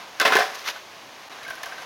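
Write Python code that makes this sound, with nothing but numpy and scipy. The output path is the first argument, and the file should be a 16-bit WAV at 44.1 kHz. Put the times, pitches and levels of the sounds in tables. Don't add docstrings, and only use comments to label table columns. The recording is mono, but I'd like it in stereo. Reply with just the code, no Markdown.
import sys
import numpy as np
from scipy import signal
from scipy.fft import rfft, irfft
from scipy.io import wavfile

SR = 44100
rng = np.random.default_rng(int(sys.argv[2]) if len(sys.argv) > 2 else 0)


def unload_audio(sound):
    columns = np.transpose(np.atleast_2d(sound))
    steps = np.round(np.clip(columns, -1, 1) * 32767)
    wavfile.write(sys.argv[1], SR, steps.astype(np.int16))


N = 81585


def undb(db):
    return 10 ** (np.asarray(db) / 20)


def unit(x):
    return x / np.sqrt(np.mean(x ** 2))


def clock():
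    return np.arange(N) / SR


def fade(age, t60):
    return np.exp(-np.log(1000) * np.maximum(age, 0) / t60)


def colour(x, points):
    hz, db = np.array(points, float).T
    half = 2048
    f = np.maximum(np.arange(half + 1) * SR / (2 * half), 1)
    gain = unit(undb(np.interp(np.log(f), np.log(hz), db)))
    cepstrum = irfft(np.log(gain))
    cepstrum[1:half] *= 2
    cepstrum[half + 1:] = 0
    impulse_response = irfft(np.exp(rfft(cepstrum)))
    return signal.oaconvolve(x, impulse_response)[:len(x)]


def split(x, hz):
    low = signal.sosfiltfilt(signal.butter(2, hz, fs=SR, output="sos"), x)
    return low, x - low


def noise(size=N):
    return rng.standard_normal(size)


def grit(rate, spread_db, size=N):
    clicks = (rng.random(size) < rate / SR) * np.sign(noise(size))
    sizes = undb(spread_db * np.minimum(rng.exponential(size=size), 4))
    return unit(clicks * sizes)


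def waver(spread_db, seconds):
    knots = np.arange(0, N / SR + seconds, seconds)
    return unit(undb(spread_db * np.interp(clock(), knots, noise(len(knots)))))


PART_DB, PART_Q = 5.5, 3.1


def lift(x, hz):
    return x + (undb(PART_DB) - 1) * signal.lfilter(*signal.iirpeak(hz, PART_Q, fs=SR), x)


# start in seconds, level in dB, bass in dB,
# crack in dB relative to CRACK_DB, contact in seconds, main resonance of the struck part in Hz.
BLOWS_ON_ROAD = [(0.1995, -30.5, -19, 20, 0.0015, 6800), (0.2025, -19, -19, -15, 0.0038, 1543),
                 (.209, -23, -10, -3, 0.0032, 3515), (.215, -22.5, 4, 9.5, .004, 1228),
                 (.251, -16.5, -0.5, -6, .004, 2610), (0.2558, -17, -5.5, -12, .006, 1937),
                 (.263, -25.5, 5, -5, .003, 297), (.277, -21, -2, 1.5, 0.0028, 1335),
                 (.303, -24.5, 4.5, -22, 0.011, 1030), (.322, -18.5, -3, 1, 0.0032, 1090),
                 (.332, -19, -0.5, -12, .008, 1546), (0.3532, -19, -2, 7, 0.0018, 392),
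                 (.358, -19.5, -1, 0, 0.0038, 1030), (.367, -21.5, 6.5, 5.5, 0.007, 1685),
                 (.387, -21, 5, -1, 0.003, 672), (.394, -22.5, -2.5, 1, 0.0045, 1050),
                 (.404, -22.5, 4, -13, 0.0073, 1577), (.42, -27.5, -5, -17, .008, 1670)]
# frequency in Hz, relative level in dB, 60 dB decay in seconds.
DECK_MODES = [(439.3, 1, .26), (567, -4.5, 0.24), (665.6, -2, 0.15), (716, 4, 0.16), (770, -2, 0.49),
              (1030, -0.5, 0.23), (1110, -11, 0.088), (1543, 7, 0.13), (1734, 3, .28), (1863, 3, 0.064),
              (2085, 0, 0.16), (2557, 1.5, 0.083), (3440, 2, 0.077)]
# frequency in Hz, relative level in dB.
WOODY_SPECTRUM = [(60, -37), (160, -36.5), (260, -12.5), (420, -0.5), (700, 3), (860, -0.5), (1100, 3.5),
                  (1700, 3), (3800, -6.5), (5400, -9.5), (7600, -24), (16000, -26.5)]
# frequency in Hz, relative level in dB.
CRACK_SPECTRUM = [(250, -36), (1500, 11), (6400, 0.5), (7800, -11.5), (11000, -3.5), (16000, -11.5)]
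RING_DB, CLACK_DB, SCRAPE_DB, CRACK_DB, CHATTER_DB, PART_RING_DB = -2.5, -2.5, -5, -4.5, -3.5, 2.5
CLACK_T60_S, CLACK_TREBLE_T60_S, CRACK_T60_S, SCRAPE_T60_S, PART_T60_S = 0.1, .21, 0.0083, 0.036, 0.048
BASS_HZ = 634
BOUNCES_PER_S = 1200
KNOCK_RISE_S = .001


def landing():
    size = SR // 2
    age, out = clock()[:size], np.zeros(N)
    deck = sum(undb(db) * np.sin(2 * np.pi * hz * age) * fade(age, t60) for hz, db, t60 in DECK_MODES)
    deck = deck / np.linalg.norm(undb(np.array(DECK_MODES)[:, 1]))
    for start, db, bass_db, crack_db, contact, part_hz in BLOWS_ON_ROAD:
        low, high = split(noise(size), hz=3030)
        overtones = low * fade(age, CLACK_T60_S) + high * fade(age, CLACK_TREBLE_T60_S)
        overtones = colour(overtones, WOODY_SPECTRUM)

        chatter = grit(BOUNCES_PER_S, 0, size) * (age < contact) / np.sqrt(contact * SR)
        strike = (age == 0) + undb(CHATTER_DB) * chatter
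        ring = undb(RING_DB) * signal.fftconvolve(strike, deck)[:size]
        clack = undb(CLACK_DB) * signal.fftconvolve(strike, overtones)[:size]
        scrape = colour(noise(size) * fade(age - contact, SCRAPE_T60_S), WOODY_SPECTRUM)
        bass, rest = split(ring + clack + undb(SCRAPE_DB) * scrape, BASS_HZ)

        crack = grit(rate=9700, spread_db=-2.5, size=size) * fade(age - contact / 2, CRACK_T60_S)
        crack = colour(crack, CRACK_SPECTRUM)
        body = lift(undb(bass_db) * bass + rest + undb(CRACK_DB + crack_db) * crack, part_hz)

        onset = 1 - np.exp(-age / KNOCK_RISE_S)
        part = undb(PART_RING_DB) * np.sin(2 * np.pi * part_hz * age) * onset * fade(age, PART_T60_S)
        first = int(start * SR)
        out[first:first + size] += undb(db) * (part + body)
    return out


# start in seconds, level in dB.
WEIGHT_THUMPS = [(.322, -40), (.355, -42)]
# frequency in Hz, relative level in dB.
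THUMP_SPECTRUM = [(25, -2), (70, 1), (200, -11), (600, -42)]
THUMP_T60_S = 0.021


def thumps():
    t = clock()
    level = sum(undb(db) * (t >= start) * fade(t - start, THUMP_T60_S) for start, db in WEIGHT_THUMPS)
    return colour(noise() * level, THUMP_SPECTRUM)


# start in seconds, ring level in dB,
# crunch in dB relative to that level, pitch of the ring in Hz.
TRUCK_KNOCKS = [(.7605, -34.5, -4, 1513), (1.326, -46, -3, 3870), (1.413, -38.5, -15, 1720),
                (1.433, -41.5, -6, 3900), (1.449, -36, -8, 2166), (1.4645, -33, -17, 1568),
                (1.485, -31, -12, 1610), (1.504, -28.5, -2.5, 1566), (1.532, -34.5, -22, 1528),
                (1.578, -36.5, -6, 1584), (1.633, -34.5, 3.5, 1725), (1.661, -32, -3, 1560),
                (1.7215, -31, -9, 1593), (1.78, -33, -7.5, 1563)]
# ratio to the pitch, level in dB, 60 dB decay in seconds.
TRUCK_PARTIALS = [(.44, -9, .085), (.66, -10, .07), (1, 6, .052)]
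# frequency in Hz, relative level in dB.
WHEEL_SPECTRUM = [(100, -32.5), (350, -14), (700, 2), (860, -3), (1060, 4.5), (1320, -1), (1580, 1),
                  (1950, -1.5), (6300, -13.5), (7700, -26.5), (11500, -22), (16000, -38)]
JOLT_T60_S = .09


def trucks():
    t, out = clock(), 0
    crunch = colour(noise(), WHEEL_SPECTRUM)
    for start, db, crunch_db, hz in TRUCK_KNOCKS:
        age = np.maximum(t - start, 0)
        ring = sum(undb(partial_db) * np.sin(2 * np.pi * hz * ratio * age) * fade(age, t60)
                   for ratio, partial_db, t60 in TRUCK_PARTIALS)
        jolt = undb(crunch_db) * crunch * fade(age, JOLT_T60_S)
        onset = 1 - np.exp(-age / KNOCK_RISE_S)
        out = out + undb(db) * (ring + jolt) * onset
    return out


RADIATE_HZ = 218


def radiate(x):
    return signal.sosfilt(signal.butter(3, RADIATE_HZ, "highpass", fs=SR, output="sos"), x)


# time in seconds, mean level in dB before the random waver.
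ROLLING_LEVEL = [(0, -40.5), (.1, -45), (.45, -33), (.62, -43.5), (.76, -43.5), (.86, -53), (.97, -45.5),
                 (1.1, -51), (1.33, -42), (1.57, -43.5), (1.8, -38), (1.85, -41)]
GRIT_PER_S, GRIT_SPREAD_DB = 3500, 2
WAVER_DB, WAVER_S = 1.5, .03


def wheels():
    level = undb(np.interp(clock(), *np.array(ROLLING_LEVEL).T))
    rolling = colour(grit(GRIT_PER_S, GRIT_SPREAD_DB), WHEEL_SPECTRUM)
    return level * waver(WAVER_DB, WAVER_S) * rolling


# start in seconds, level in dB.
GRIT_SNAPS = [(1.432, -36.5), (1.4803, -34.5), (1.501, -31.5), (1.542, -44), (1.554, -38), (1.6322, -29),
              (1.659, -32.5)]
# frequency in Hz, relative level in dB.
SNAP_SPECTRUM = [(500, -4.5), (2000, 3.5), (6300, -0.5), (8200, -15), (11200, -0.5), (13000, -15),
                 (16000, -3.5)]
SNAP_T60_S, CRUMBLE_DB, CRUMBLE_T60_S = .012, -11, .12


def stones():
    t, out = clock(), 0
    snap, crumbs = noise(), grit(BOUNCES_PER_S, GRIT_SPREAD_DB)
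    for start, db in GRIT_SNAPS:
        age = t - start
        crumble = undb(CRUMBLE_DB) * crumbs * fade(age, CRUMBLE_T60_S)
        out = out + undb(db) * (age > 0) * (snap * fade(age, SNAP_T60_S) + crumble)
    return colour(out, SNAP_SPECTRUM)


# peak time in seconds, rise in seconds,
# fall in seconds (both Gaussian widths), level in dB, treble in dB relative to that level.
SOLE_SCUFFS = [(.549, .003, 0.0089, -49, 22.5), (0.597, 0.013, 0.028, -44.5, 9),
               (0.663, 0.006, 0.0037, -42.5, 1), (.689, 0.022, 0.016, -26.5, 2)]
# frequency in Hz, relative level in dB.
SOLE_SPECTRUM = [(150, -30), (650, 2), (2100, 4.5), (3500, 1.5), (6300, -5), (7900, -22.5), (12500, -16),
                 (16000, -24)]
GRAIN_DB, GRAIN_S = 2.5, .003


def shoes():
    t, out = clock(), 0
    rubbing = grit(rate=15000, spread_db=-1.0) * waver(GRAIN_DB, GRAIN_S)
    low, high = split(colour(rubbing, SOLE_SPECTRUM), hz=4200)
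    for peak, rise, fall, db, treble_db in SOLE_SCUFFS:
        swell = np.exp(-.5 * ((t - peak) / np.where(t < peak, rise, fall)) ** 2)
        out = out + undb(db) * swell * (low + undb(treble_db) * high)
    return out


ECHO_DB, ECHO_T60_S, ECHO_TREBLE_T60_S, ECHO_DELAY_S = -12.5, 0.48, 0.66, .018


def echo(x):
    age = clock() - ECHO_DELAY_S
    low, high = split(noise(), hz=3600)
    tail = (age > 0) * (low * fade(age, ECHO_T60_S) + high * fade(age, ECHO_TREBLE_T60_S))
    return undb(ECHO_DB) * signal.fftconvolve(x, tail / np.linalg.norm(tail))[:N]


# frequency in Hz, relative level in dB.
STREET_SPECTRUM = [(30, -32), (100, -10.5), (260, -5), (700, 0.5), (1000, -1), (1450, -8.5), (2600, -5.5),
                   (6600, -12.5), (7700, -23), (16000, -25.5)]
STREET_DB = -45.5


def street():
    return undb(STREET_DB) * colour(noise(), STREET_SPECTRUM)


WIDTH_DB, WIDTH_T60_S = -13, 0.15
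HALF_LAG_S = .000007


def scene():
    near = radiate(landing() + trucks()) + thumps() + shoes() + wheels() + stones()
    mid = near + echo(near) + street()
    scatter = noise() * fade(clock(), WIDTH_T60_S)
    scattered = undb(WIDTH_DB) * signal.fftconvolve(mid, scatter / np.linalg.norm(scatter))[:N]
    lag = HALF_LAG_S * SR * np.gradient(mid)
    side = signal.sosfiltfilt(signal.butter(8, 9800, fs=SR, output="sos"), scattered - lag)
    return np.array([mid + side, mid - side])


DIP_S, DIP_WIDTH_S, DIP_DB = 1.2925, .0025, -14
TOP_HZ = 16000


def record(dry):
    dip = undb(DIP_DB * np.exp(-.5 * ((clock() - DIP_S) / DIP_WIDTH_S) ** 2))
    rounded = np.tanh(dry * dip)
    return signal.sosfilt(signal.ellip(8, .2, 70, TOP_HZ, fs=SR, output="sos"), rounded)


dry = scene()
out = record(dry)
unload_audio(out)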